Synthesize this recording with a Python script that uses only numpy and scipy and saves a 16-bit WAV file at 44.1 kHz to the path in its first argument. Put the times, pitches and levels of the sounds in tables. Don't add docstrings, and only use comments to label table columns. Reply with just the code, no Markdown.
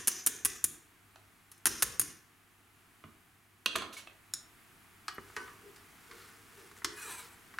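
import sys
import numpy as np
from scipy import signal
from scipy.fft import rfft, irfft, next_fast_len
from scipy.io import wavfile
from scipy.ndimage import uniform_filter1d, map_coordinates

SR = 44100
rng = np.random.default_rng(int(sys.argv[2]) if len(sys.argv) > 2 else 0)


def wav_out(sig):
    wavfile.write(sys.argv[1], SR, np.round(np.clip(np.atleast_2d(sig).T, -1, 1) * 32767).astype(np.int16))


N = 334719
TIME = np.arange(N) / SR
AGE = np.arange(SR) / SR


def amp(db):
    return 10 ** (np.asarray(db) / 20)


def unit(x):
    return x / np.sqrt(np.mean(x ** 2) + 1e-20)


def fade(t, t60_s):
    return np.exp(-np.log(1000) * t / np.maximum(t60_s, 1e-3))


def along(points, hz, axis=1):
    columns = np.transpose(points)
    return np.interp(np.log(hz + 1), np.log(columns[0] + 1), columns[axis])


def wobble(knots_hz, size=N):
    knots = rng.standard_normal(int(size * knots_hz / SR) + 4)
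    return map_coordinates(knots, [TIME[:size] * knots_hz])


def hump(peak_s, length_s):
    return np.cos(np.pi * np.clip((TIME - peak_s) / length_s, -.5, .5)) ** 2


def grains(rate_hz, spread_db):
    chance, size, sign = rng.random(N), rng.standard_normal(N), rng.standard_normal(N)
    return (chance < rate_hz / SR) * amp(spread_db * size) * np.sign(sign)


def filtered(x, response):
    n = x.shape[-1]
    padded = next_fast_len(n + SR // 4)
    spectrum = rfft(x, padded) * response(np.fft.rfftfreq(padded, 1 / SR))
    return irfft(spectrum, padded)[..., :n]


def coloured(x, spectrum, size=2048):
    cepstrum = irfft(np.log(amp(along(spectrum, np.fft.rfftfreq(size, 1 / SR)))))
    cepstrum[1:size // 2] *= 2
    cepstrum[size // 2 + 1:] = 0
    impulse = irfft(np.exp(rfft(cepstrum)))
    return signal.fftconvolve(x, impulse)[:len(x)]


def gliding(x, hz, width_hz):
    turn = np.exp(2j * np.pi * np.cumsum(hz) / SR)
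    pole = np.exp(-np.pi * width_hz / SR)
    return unit(np.real(turn * signal.lfilter([1 - pole], [1, -pole], x / turn)))


def add(track, s, sound):
    start = round(s * SR)
    sound = sound[:, max(-start, 0):N - start]
    track[:, max(start, 0):][:, :sound.shape[1]] += sound


def ring(modes, scatter_db=2):
    hz, db, t60_s = np.transpose(modes)[:, :, None]
    hz = hz * (1 + .0015 * rng.standard_normal(hz.shape))
    strength = amp(db + scatter_db * rng.standard_normal(hz.shape))
    phase = rng.uniform(0, 2 * np.pi, hz.shape)
    tones = strength * fade(AGE, t60_s) * np.sin(2 * np.pi * hz * AGE + phase)
    return np.sum(tones, 0) * (1 - fade(AGE, 0.0053))


HARDNESS_DB_PER_DB = (-0.61, -0.26, 0.45, 1.15)


def blow(voice_db, db, hardness_db=0):
    return db + np.array(voice_db) + hardness_db * np.array(HARDNESS_DB_PER_DB)


BAND_EDGES_HZ = [45, 700, 2400, 5000, 16000]


def contact(spectrum, levels_db, t60_s, crack=0.55, size=8192):
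    t = AGE[:size]
    onset = 1 - fade(t, t60_s - .06)
    decay = fade(t, t60_s) + crack * fade(t, 0.002)
    cloud = coloured(rng.standard_normal(size) * onset * decay, spectrum)
    sound = np.zeros(SR)
    for low_hz, high_hz, db in zip(BAND_EDGES_HZ, BAND_EDGES_HZ[1:], levels_db):
        sos = signal.butter(4, [low_hz, high_hz], "band", fs=SR, output="sos")
        band = signal.sosfilt(sos, cloud)
        sound[:size] += amp(db) * band / np.sqrt(np.sum(band ** 2) / (.01 * SR))
    return sound


# thud, clank, clack, click in dB re the blow's base level.
TAP_VOICE_DB = (-4.5, -5.5, -5.5, 13)
REBOUND_VOICE_DB = (-7, -0.5, 0.5, 11.5)
CHATTER_S, CHATTER_DB = .0035, -8.5


def rim_contacts(db, hardness_db, gap_s, rebound_db, body_db):
    yield 0, blow(TAP_VOICE_DB, db, hardness_db) + [0, body_db, body_db, 0]
    yield gap_s, blow(REBOUND_VOICE_DB, db + rebound_db, hardness_db)
    yield gap_s + CHATTER_S, blow(REBOUND_VOICE_DB, db + rebound_db + CHATTER_DB, hardness_db)


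WIRE_SPACING_HZ, WIRE_SCATTER_DB = 70, 4
RATTLE_KNOTS_HZ, RATTLE_DB = 220, 2


def wires(spectrum, t60_s):
    favours = rng.standard_normal(int(SR / WIRE_SPACING_HZ))

    def response(hz):
        uneven_db = WIRE_SCATTER_DB * map_coordinates(favours, [hz / WIRE_SPACING_HZ])
        return amp(along(spectrum, hz)) * amp(uneven_db)

    crowd = filtered(rng.standard_normal(SR), response)
    rattle = amp(RATTLE_DB * wobble(RATTLE_KNOTS_HZ, size=SR))
    return unit(crowd * rattle) * fade(AGE, t60_s)


# start in seconds, base level in dB,
# hardness in dB, rebound delay in seconds, rebound re tap in dB, extra clank and clack in dB, mesh pitch in Hz,
# hoop ring gain in dB, mesh jangle in dB, shimmer in dB.
RIM_TAPS = [(-0.115, -32.5, 4.5, 0.0089, -6.5, 9.5, 6200, -49.5, -33.5, -44),
            (0.0731, -41, 4, 0.0063, 5, 4, 6200, -49.5, -31.5, -55.5),
            (0.263, -40.5, 4.5, 0.0072, 4.5, 0, 6400, -49, -38, -44),
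            (0.449, -41.5, 3.5, 0.0049, 5.5, 2.5, 6300, -53, -35.5, -50),
            (0.641, -39.5, 4.5, 0.0028, -5, -2.5, 7200, -61, -47.5, -35.5),
            (1.516, -71, 5.5, 0.061, -12, 12, 6400, -102, -67, -84),
            (1.6557, -36.5, 1, 0.011, 5.5, 11, 6050, -51, -31, -33),
            (1.823, -39.5, 2.5, 0.0035, 3.5, 13.5, 6500, -60, -39, -40),
            (1.9955, -37, 3, 0.018, -4.5, 1, 6030, -54.5, -41.5, -36)]
# frequency in Hz, relative level in dB.
SIEVE_COLOUR = [(60, -0.5), (400, 4), (600, -11.5), (850, -15), (1100, -2.5), (1800, -5), (2200, -20.5),
                (2850, -21.5), (4400, -24.5), (5000, -22.5), (6700, -6), (8000, -13.5), (9100, 1.5),
                (10100, -6.5), (10900, 1.5), (12500, -10.5), (14300, -11.5), (15400, -16.5)]
# frequency in Hz, relative level in dB, T60 in seconds.
HOOP_MODES = [(393, -7, .4), (737, -14, .6), (1075, -9, .45), (1505, -7, .45), (1670, -3, .45),
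              (1890, -10, .45), (2148, -8, .4), (2400, -4, .4), (2465, -3, .45), (3305, -3, .25),
              (3450, -6, .45), (3540, -1, .42), (5733, 0, .4), (5905, -1, .4), (6228, 0, .4),
              (6365, 1, .38), (6848, 5, .42), (7155, 4, .4), (7690, 1, .35), (8955, 8, .18),
              (9220, 10, .17), (9790, 2, .25), (10135, 5, .2), (10830, 13, .12), (11081, 8, .18),
              (11400, 6, .18), (12865, 1, .22), (15211, 2, .17)]
# frequency in Hz, relative level in dB.
MESH_COLOUR = [(700, -32.5), (1600, 5.5), (2400, 0), (4700, -4), (5700, 7), (6400, 9), (7900, -0.5),
               (9400, -15), (11500, -8), (13500, -1), (15500, -23)]
SHIMMER_COLOUR = [(5000, -38), (8300, -10), (9300, 5.5), (10300, -2), (11500, -2), (13300, -10),
                  (15500, -22.5)]
MESH_HZ = 6400
JANGLE_T60_S, SHIMMER_T60_S = 0.45, 0.295


def sieve():
    track = np.zeros((2, N))
    for s, *strike, mesh_hz, hoop_db, jangle_db, shimmer_db in RIM_TAPS:
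        for delay_s, levels_db in rim_contacts(*strike):
            click = contact(SIEVE_COLOUR, levels_db, t60_s=0.043, crack=0.13)
            add(track, s + delay_s, in_kitchen(click, wet_db=-3.5, left_db=0.44))
        mesh = np.array(MESH_COLOUR) * [mesh_hz / MESH_HZ, 1]
        hoop = amp(hoop_db) * ring(HOOP_MODES, scatter_db=3)
        jangle = amp(jangle_db) * wires(mesh, JANGLE_T60_S)
        shimmer = amp(shimmer_db) * wires(SHIMMER_COLOUR, SHIMMER_T60_S)
        add(track, s, in_kitchen(hoop + jangle + shimmer, wet_db=-5.5))
    return track


# peak in seconds, length in seconds, pitch in Hz, level before the swell in dB.
METAL_BUZZES = [(0.12, 0.014, 6700, -34), (0.241, 0.018, 10500, -56), (1.805, 0.036, 10200, -46.5),
                (5.15, .025, 11500, -58)]
BUZZ_WIDTH_HZ = 1200


def buzzes():
    sound = np.zeros(N)
    for s, length_s, pitch_hz, db in METAL_BUZZES:
        band = filtered(rng.standard_normal(N), lambda hz: np.exp(-((hz - pitch_hz) / BUZZ_WIDTH_HZ) ** 2))
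        sound += amp(db) * unit(band) * hump(s, length_s)
    return in_kitchen(sound, wet_db=-27)


# start in seconds, base level in dB, hardness in dB, extra thud in dB,
# wall ring re base in dB, room level in dB, height from 0 low on the wall to 1 at the rim.
SPOON_KNOCKS = [(5.0811, -37.5, 2.5, -6.5, -13.5, -3, 1), (5.181, -51.5, -28.5, 3, -28, -8.5, .5),
                (5.299, -64, -17, 9, -24, -12, 0), (5.3645, -39.5, 0, 4, -7.5, -4.5, 0),
                (5.3711, -46, -16, 4, -7, 0, 0.082), (5.476, -54.5, -8, -4, -8, 0, 0),
                (5.761, -65.5, 12, -6, -33, 1, 0.076), (6.112, -53, 0.5, 0.5, -29, -2, 0),
                (6.713, -59, 0, 11, -25, -9, 0), (6.819, -56, -16, -3, -31, -5, .5),
                (6.8452, -33, 8.5, 7, -27, -2.5, 0.56), (7.539, -55, -7, -7, -34, -11, 0),
                (7.5853, -38.5, -8, -22, -22, 5, 0)]
# Thud, clank, clack, click in dB re the base level.
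SPOON_VOICE_DB = (-13, 1, -8, -8)
# frequency in Hz, relative level in dB.
WOOD_COLOUR = [(60, -9.5), (200, -15.5), (380, -0.5), (560, -16), (750, -10), (1100, 12), (1400, 10),
               (1950, 9), (2500, -5.5), (3200, 0.5), (4500, -7.5), (6500, -17.5), (10000, -19.5),
               (15500, -36)]
# frequency in Hz, level struck at the rim in dB, level struck low in dB, T60 in seconds.
PAN_WALL_MODES = [(350, -12, -16, .25), (737, -8, -17, .35), (958, -20, -5, .3), (1093, -12, -7, .4),
                  (1163, -14, 0, .3), (1295, -8, -11, .25), (1512, -1, 1, .36), (1670, 0, -10, .28),
                  (1895, -3, -12, .35), (2143, -14, -8, .4), (2390, -13, -15, .3), (2670, -22, -11, .4),
                  (2934, -6, -14, .4), (4140, -12, -22, .3), (4813, -18, -20, .3), (5760, -14, -19, .35),
                  (5870, -22, -16, .35), (5986, -21, -19, .4), (6374, -20, -20, .45), (7127, -22, -18, .25),
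                  (9200, -20, -15, .4), (10900, -26, -19, .25)]
# frequency in Hz, relative level in dB, T60 in seconds.
PAN_HOLLOW_MODES = [(405, -3, .2), (420, 0, .28)]
HOLLOW_RING_DB = -25
LEAN_KNOTS_HZ, LEAN_DB = 130, 3


def spoon():
    track = np.zeros((2, N))
    mode_hz, rim_db, low_db, t60_s = np.transpose(PAN_WALL_MODES)
    for s, db, hardness_db, thud_db, ring_db, room_db, height in SPOON_KNOCKS:
        levels_db = blow(SPOON_VOICE_DB, db, hardness_db) + [thud_db, 0, 0, 0]
        knock = contact(WOOD_COLOUR, levels_db, t60_s=0.04)
        mode_db = low_db + np.clip(height, 0, 1) * (rim_db - low_db)
        leaning = amp(LEAN_DB * wobble(LEAN_KNOTS_HZ, size=SR))
        wall = amp(db + ring_db) * leaning * ring(np.transpose([mode_hz, mode_db, t60_s]))
        hollow = amp(db + thud_db + HOLLOW_RING_DB) * ring(PAN_HOLLOW_MODES)
        add(track, s, in_kitchen(knock, wet_db=room_db) + in_kitchen(wall + hollow, wet_db=0))
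    return track


# frequency in Hz, relative level in dB, width in Hz.
RUBBED_WALL_MODES = [(958, -2, 35), (1290, -5, 30), (1750, -5, 70), (2390, 1, 40), (3000, -10, 70),
                     (3940, -8, 100), (6010, -5, 70), (7810, -3, 80), (8130, -6, 80), (10500, -7, 120),
                     (11900, -7, 120)]
RUB_DRIFT = .035


def through_pan(x, wander_db=4):
    sound = np.zeros(N)
    for hz, db, width_hz in RUBBED_WALL_MODES:
        level = amp(db + wander_db * wobble(23))
        sound += level * gliding(x, hz * (1 + RUB_DRIFT * wobble(14)), width_hz)
    return unit(sound)


# time in seconds, level in dB before the mix trim in scrape().
SCRAPE_LEVEL = [(6.92, -64), (6.991, -48.5), (7.06, -47.5), (7.115, -44), (7.16, -50.5), (7.205, -47),
                (7.245, -65), (7.35, -63.5)]
# frequency in Hz, relative level in dB.
GRIT_COLOUR = [(600, -30), (950, -4.5), (1700, -0.5), (2400, -7.5), (3000, -10.5), (4000, -8), (5200, -14),
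               (6100, -7.5), (6900, -9.5), (7900, -2.5), (11500, -6.5), (13500, -17.5), (15800, -20.5)]


def squeaks(count=260, size=1300, glide=0.027):
    track = np.zeros((1, N))
    t = AGE[:size]
    start_s, end_s = SCRAPE_LEVEL[0][0], SCRAPE_LEVEL[-1][0]
    for when, pitch, bend, loud in rng.random((count, 4)):
        hz = 900 + 12000 * pitch
        bent_t = t * (1 + glide * (bend - .5) * t / t[-1])
        tone = np.sin(2 * np.pi * hz * bent_t) * np.hanning(size)
        centre_s = start_s + when * (end_s - start_s)
        add(track, centre_s - t[-1] / 2, loud * amp(along(GRIT_COLOUR, hz)) * tone[None])
    return track[0] / np.sqrt(np.mean(track[0, track[0] != 0] ** 2))


def swell(rows):
    columns = np.transpose(rows)
    return amp(np.interp(TIME, columns[0], columns[1], left=-120, right=-120))


# time in seconds, frequency in Hz.
RUB_GLIDE = [(6.94, 1900), (7.02, 1560), (7.07, 1270), (7.1, 1028), (7.21, 993), (7.3, 930)]
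RUB_WIDTH_HZ, RUB_DB = 55, -4
STUTTER_KNOTS_HZ, STUTTER_DB = 70, 1.5


def scrape():
    slips = grains(rate_hz=6000, spread_db=2) * amp(STUTTER_DB * wobble(STUTTER_KNOTS_HZ))
    singing = .9 * through_pan(slips) + .65 * squeaks()
    rub_hz = np.interp(TIME, *np.transpose(RUB_GLIDE))
    rub = amp(RUB_DB) * gliding(slips, rub_hz, RUB_WIDTH_HZ)
    grit = .95 * unit(coloured(slips, GRIT_COLOUR))
    return amp(-4.0) * (grit + singing + rub) * swell(SCRAPE_LEVEL)


# frequency in Hz, relative level in dB.
GRAZE_COLOUR = [(300, -22), (900, -21), (1400, 5), (1800, -5), (2500, -6), (3400, -8), (4200, -4),
                (5200, -15), (15500, -28)]
GRAZE_S, GRAZE_LENGTH_S, GRAZE_DB = 6.22, 0.39, -62.5


def graze():
    drag = unit(coloured(grains(rate_hz=3000, spread_db=3), GRAZE_COLOUR))
    stutter = amp(STUTTER_DB * wobble(STUTTER_KNOTS_HZ))
    return amp(GRAZE_DB) * drag * stutter * hump(GRAZE_S, GRAZE_LENGTH_S)


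# peak in seconds, length in seconds, peak level in dB.
MILK_SWEEPS = [(5.312, 0.53, -63.5), (5.475, 0.32, -63.5), (6.207, 0.62, -59), (6.6, 0.47, -60.5),
               (6.781, 0.07, -56.5), (7.245, 0.15, -54.5)]
STIR_FROM_S, STIR_DB = 5.2, -67
FIRST_SLOSH_S, SLOSH_EVERY_S, SLOSH_LENGTH_S = 5.66, .472, 0.13
SLOSH_DB, SWIRL_DB = -60, -86


def spoon_motion():
    in_milk = TIME > STIR_FROM_S
    sweeps = sum(amp(db) * hump(s, length_s) for s, length_s, db in MILK_SWEEPS)
    slosh_times_s = np.arange(FIRST_SLOSH_S, SCRAPE_LEVEL[-1][0], SLOSH_EVERY_S)
    sloshes = sum(hump(s, SLOSH_LENGTH_S) for s in slosh_times_s)
    froth_gain = np.hypot(amp(STIR_DB) * in_milk, sweeps)
    hollow_gain = np.hypot(amp(SWIRL_DB) * in_milk, amp(SLOSH_DB) * sloshes)
    return froth_gain, hollow_gain


# frequency in Hz, relative level in dB.
MILK_COLOUR = [(120, -23), (200, -9), (293, -23), (462, 6.5), (677, -24), (742, -5), (1400, 5.5),
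               (3300, -5), (10000, -6), (15500, -12.5)]
HOLLOW_HZ, HOLLOW_HALF_WIDTH_HZ = 420, 73


def stirring():
    froth_gain, hollow_gain = spoon_motion()
    froth = unit(coloured(grains(rate_hz=2200, spread_db=1.5), MILK_COLOUR)) * froth_gain
    noise = rng.standard_normal(N)
    hum = filtered(noise, lambda hz: 1 / (1 + 1j * (hz - HOLLOW_HZ) / HOLLOW_HALF_WIDTH_HZ) ** 2)
    hollow = unit(hum) * hollow_gain
    return in_kitchen(froth + hollow + graze() + scrape(), wet_db=-4.5)


# start in seconds, base level in dB, hardness in dB,
# T60 in seconds, own ring re the clack in dB.
COUNTER_KNOCKS = [(1.158, -57.5, -3, 0.017, -19), (3.039, -56, -17, 0.02, -11), (3.6596, -30, 3, 0.024, 12),
                  (3.7548, -34.5, -9.5, 0.023, 9), (3.7589, -32, 3.5, 0.021, -8),
                  (3.7671, -45, 7.5, .02, 0), (3.784, -48, 3, 0.026, 4), (3.821, -41.5, -4.5, 0.019, -12),
                  (3.9256, -52.5, 9.5, 0.12, 3), (3.966, -50, 8.5, 0.14, -5), (3.992, -57, 0, 0.037, 1),
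                  (4.072, -53.5, -5, 0.016, 6)]
# start in seconds, base level in dB.
UTENSIL_CLINKS = [(4.3367, -49)]
# start in seconds, pitch in Hz, level in dB, T60 in seconds.
COUNTER_TINKS = [(3.785, 2860, -34, 0.071), (3.967, 2230, -44, 0.086), (4.073, 2620, -39.5, 0.042)]
# thud, clank, clack, click in dB re the base level.
COUNTER_VOICE_DB = (-15, -1.5, -5, -7.5)
CLINK_VOICE_DB = (-10.5, -1.5, 6, 16)
# frequency in Hz, relative level in dB.
WORKTOP_COLOUR = [(60, -14), (170, -15), (290, -4), (420, -4), (540, -4), (660, -2), (820, -9), (1100, 0),
                  (1600, -3), (1900, -7), (2400, -5), (3200, 0), (4200, -2), (4800, -10), (5300, -12),
                  (6000, -9), (7200, -12), (10500, -11), (15500, -24)]
UTENSIL_COLOUR = [(100, -21), (750, -28), (1430, -7), (3000, -29), (3700, -14), (4700, -18), (5380, -2),
                  (6100, -16), (6850, -3), (7600, -15), (8500, -5), (9600, -9), (10500, -2), (11500, -12),
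                  (15500, -26)]
# frequency in Hz, relative level in dB, T60 in seconds.
BOARD_MODES = [(205, -6, .2), (636, -4, .13), (1053, -1, .1), (1674, -3, .09), (2823, -3, .08)]
HARD_WARE_MODES = [(1130, -9, .03), (2520, -1, .03), (2790, -3, .035), (2950, -2, .025), (3110, 0, .025),
                   (3310, 2, .026), (3490, 0, .022), (3720, -2, .024), (4120, -10, .02)]
CLINK_MODES = [(1432, -17, .3), (3720, -14, .12), (5220, -5, .13), (5290, -4, .17), (5390, -2, .12),
               (5530, -3, .08), (6760, -7, .1), (6850, -4, .11), (8300, -10, .17), (8823, -8, .15),
               (10100, -7, .14), (10515, -3, .07)]


def counter():
    track = np.zeros((2, N))
    for s, db, hardness_db, t60_s, ring_db in COUNTER_KNOCKS:
        levels_db = blow(COUNTER_VOICE_DB, db, hardness_db)
        knock = contact(WORKTOP_COLOUR, levels_db, t60_s)
        board = amp(levels_db[0] - 2.0) * ring(BOARD_MODES)
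        ware = amp(levels_db[2] + ring_db) * ring(HARD_WARE_MODES)
        add(track, s, in_kitchen(knock + board + ware, wet_db=1, left_db=-3.3))
    for s, hz, db, t60_s in COUNTER_TINKS:
        add(track, s, in_kitchen(amp(db) * ring([(hz, 0, t60_s)]), wet_db=-3))
    for s, db in UTENSIL_CLINKS:
        levels_db = blow(CLINK_VOICE_DB, db)
        clink = contact(UTENSIL_COLOUR, levels_db, t60_s=.028)
        clink += amp(levels_db[-1] - 11) * ring(CLINK_MODES)
        add(track, s, in_kitchen(clink, wet_db=-2.5))
    return track


# start in seconds, gain in dB.
DULL_BUMPS = [(0.648, -47.5), (2.011, -49), (3.043, -53.5), (3.761, -50.5), (5.184, -60.5)]
# frequency in Hz, relative level in dB, T60 in seconds.
DULL_BUMP_MODES = [(91, 1.5, 0.16), (152.3, -1, 0.29), (233, 2.5, 0.071)]


def bumps():
    track = np.zeros((2, N))
    for s, db in DULL_BUMPS:
        add(track, s, in_kitchen(amp(db) * ring(DULL_BUMP_MODES), wet_db=-14.0))
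    return track


# frequency in Hz, relative level in dB.
WHIR_COLOUR = [(25, -12.5), (55, -3.5), (125, -5), (250, -4.5), (370, -6), (580, -20.5), (660, -10),
               (930, -10.5), (1200, -6.5), (2300, -10), (3800, -18), (5500, -21), (11000, -17),
               (15800, -23)]
# time in seconds, level in dB before trim and drift in hob().
WHIR_CURVE = [(0.0, -64), (2.5, -63.5), (4.0, -63.5), (4.6, -59.5), (7.59, -59)]


def hob():
    air = filtered(rng.standard_normal((2, N)), lambda hz: amp(along(WHIR_COLOUR, hz)))
    seconds, db = np.transpose(WHIR_CURVE)
    drift_db = .8 * wobble(2.3)
    whir = unit(spread(*air)) * amp(np.interp(TIME, seconds, db) - 0.5 + drift_db)
    hum = amp(-71.5 + 3.2 * wobble(16)) * np.sin(2 * np.pi * 99 * TIME + .5 * wobble(6.6))
    return whir + hum


# frequency in Hz, side re mid in dB.
DIFFUSE_WIDTH = [(60, -12), (130, -6), (290, -7.5), (640, -9.5), (1410, -7), (3100, -4), (6820, -11),
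                 (15000, -50)]


def spread(mid, side):
    side = filtered(side, lambda hz: amp(along(DIFFUSE_WIDTH, hz)))
    return np.array([mid + side, mid - side])


# frequency in Hz, T60 in seconds, level in dB before wet_db.
KITCHEN_TAIL = [(99, 0.46, 7), (320, 0.47, 6.5), (710, 0.57, -4), (1800, 0.42, -3.5), (6900, 0.28, -3.5),
                (9730, 0.31, -7.5), (12800, 0.17, -15), (15500, 0.155, -2)]


def in_kitchen(x, wet_db, left_db=0, build_s=0.00045):
    hz, t, noise = signal.stft(rng.standard_normal((2, SR)), SR, nperseg=256)
    t60_s = np.maximum(along(KITCHEN_TAIL, hz), .05)[:, None]
    level = amp(along(KITCHEN_TAIL, hz, axis=2))[:, None]
    level = level * np.sqrt(2 * np.log(1000) / (t60_s * SR))
    tail = signal.istft(noise * level * fade(t, t60_s), SR, nperseg=256)[1][:, :SR]
    tail = tail * (1 - np.exp(-AGE / build_s))
    wet = signal.fftconvolve(x[None], spread(*tail), axes=1)[:, :len(x)]
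    return (x + amp(wet_db) * wet) * amp([[left_db / 2], [-left_db / 2]])


def scene():
    return sieve() + buzzes() + spoon() + stirring() + counter() + bumps() + hob()


def gain_control(x, threshold_db=-31, slope=0.57, release_db_per_s=85, attack_s=0.0099):
    power = uniform_filter1d(np.mean(x ** 2, 0), size=88)
    level_db = 10 * np.log10(np.abs(power) + 1e-12)
    excess_db = slope * np.maximum(level_db - threshold_db, 0)
    recovery_db = release_db_per_s * TIME
    held_db = np.maximum.accumulate(excess_db + recovery_db) - recovery_db
    pole = np.exp(-1 / (attack_s * SR))
    return x * amp(-signal.lfilter([1 - pole], [1, -pole], held_db))


TOP_HZ = 16000


def record(dry):
    return filtered(gain_control(dry), lambda hz: 1 / np.sqrt(1 + (hz / TOP_HZ) ** 160))


dry = scene()
out = record(dry)
wav_out(out)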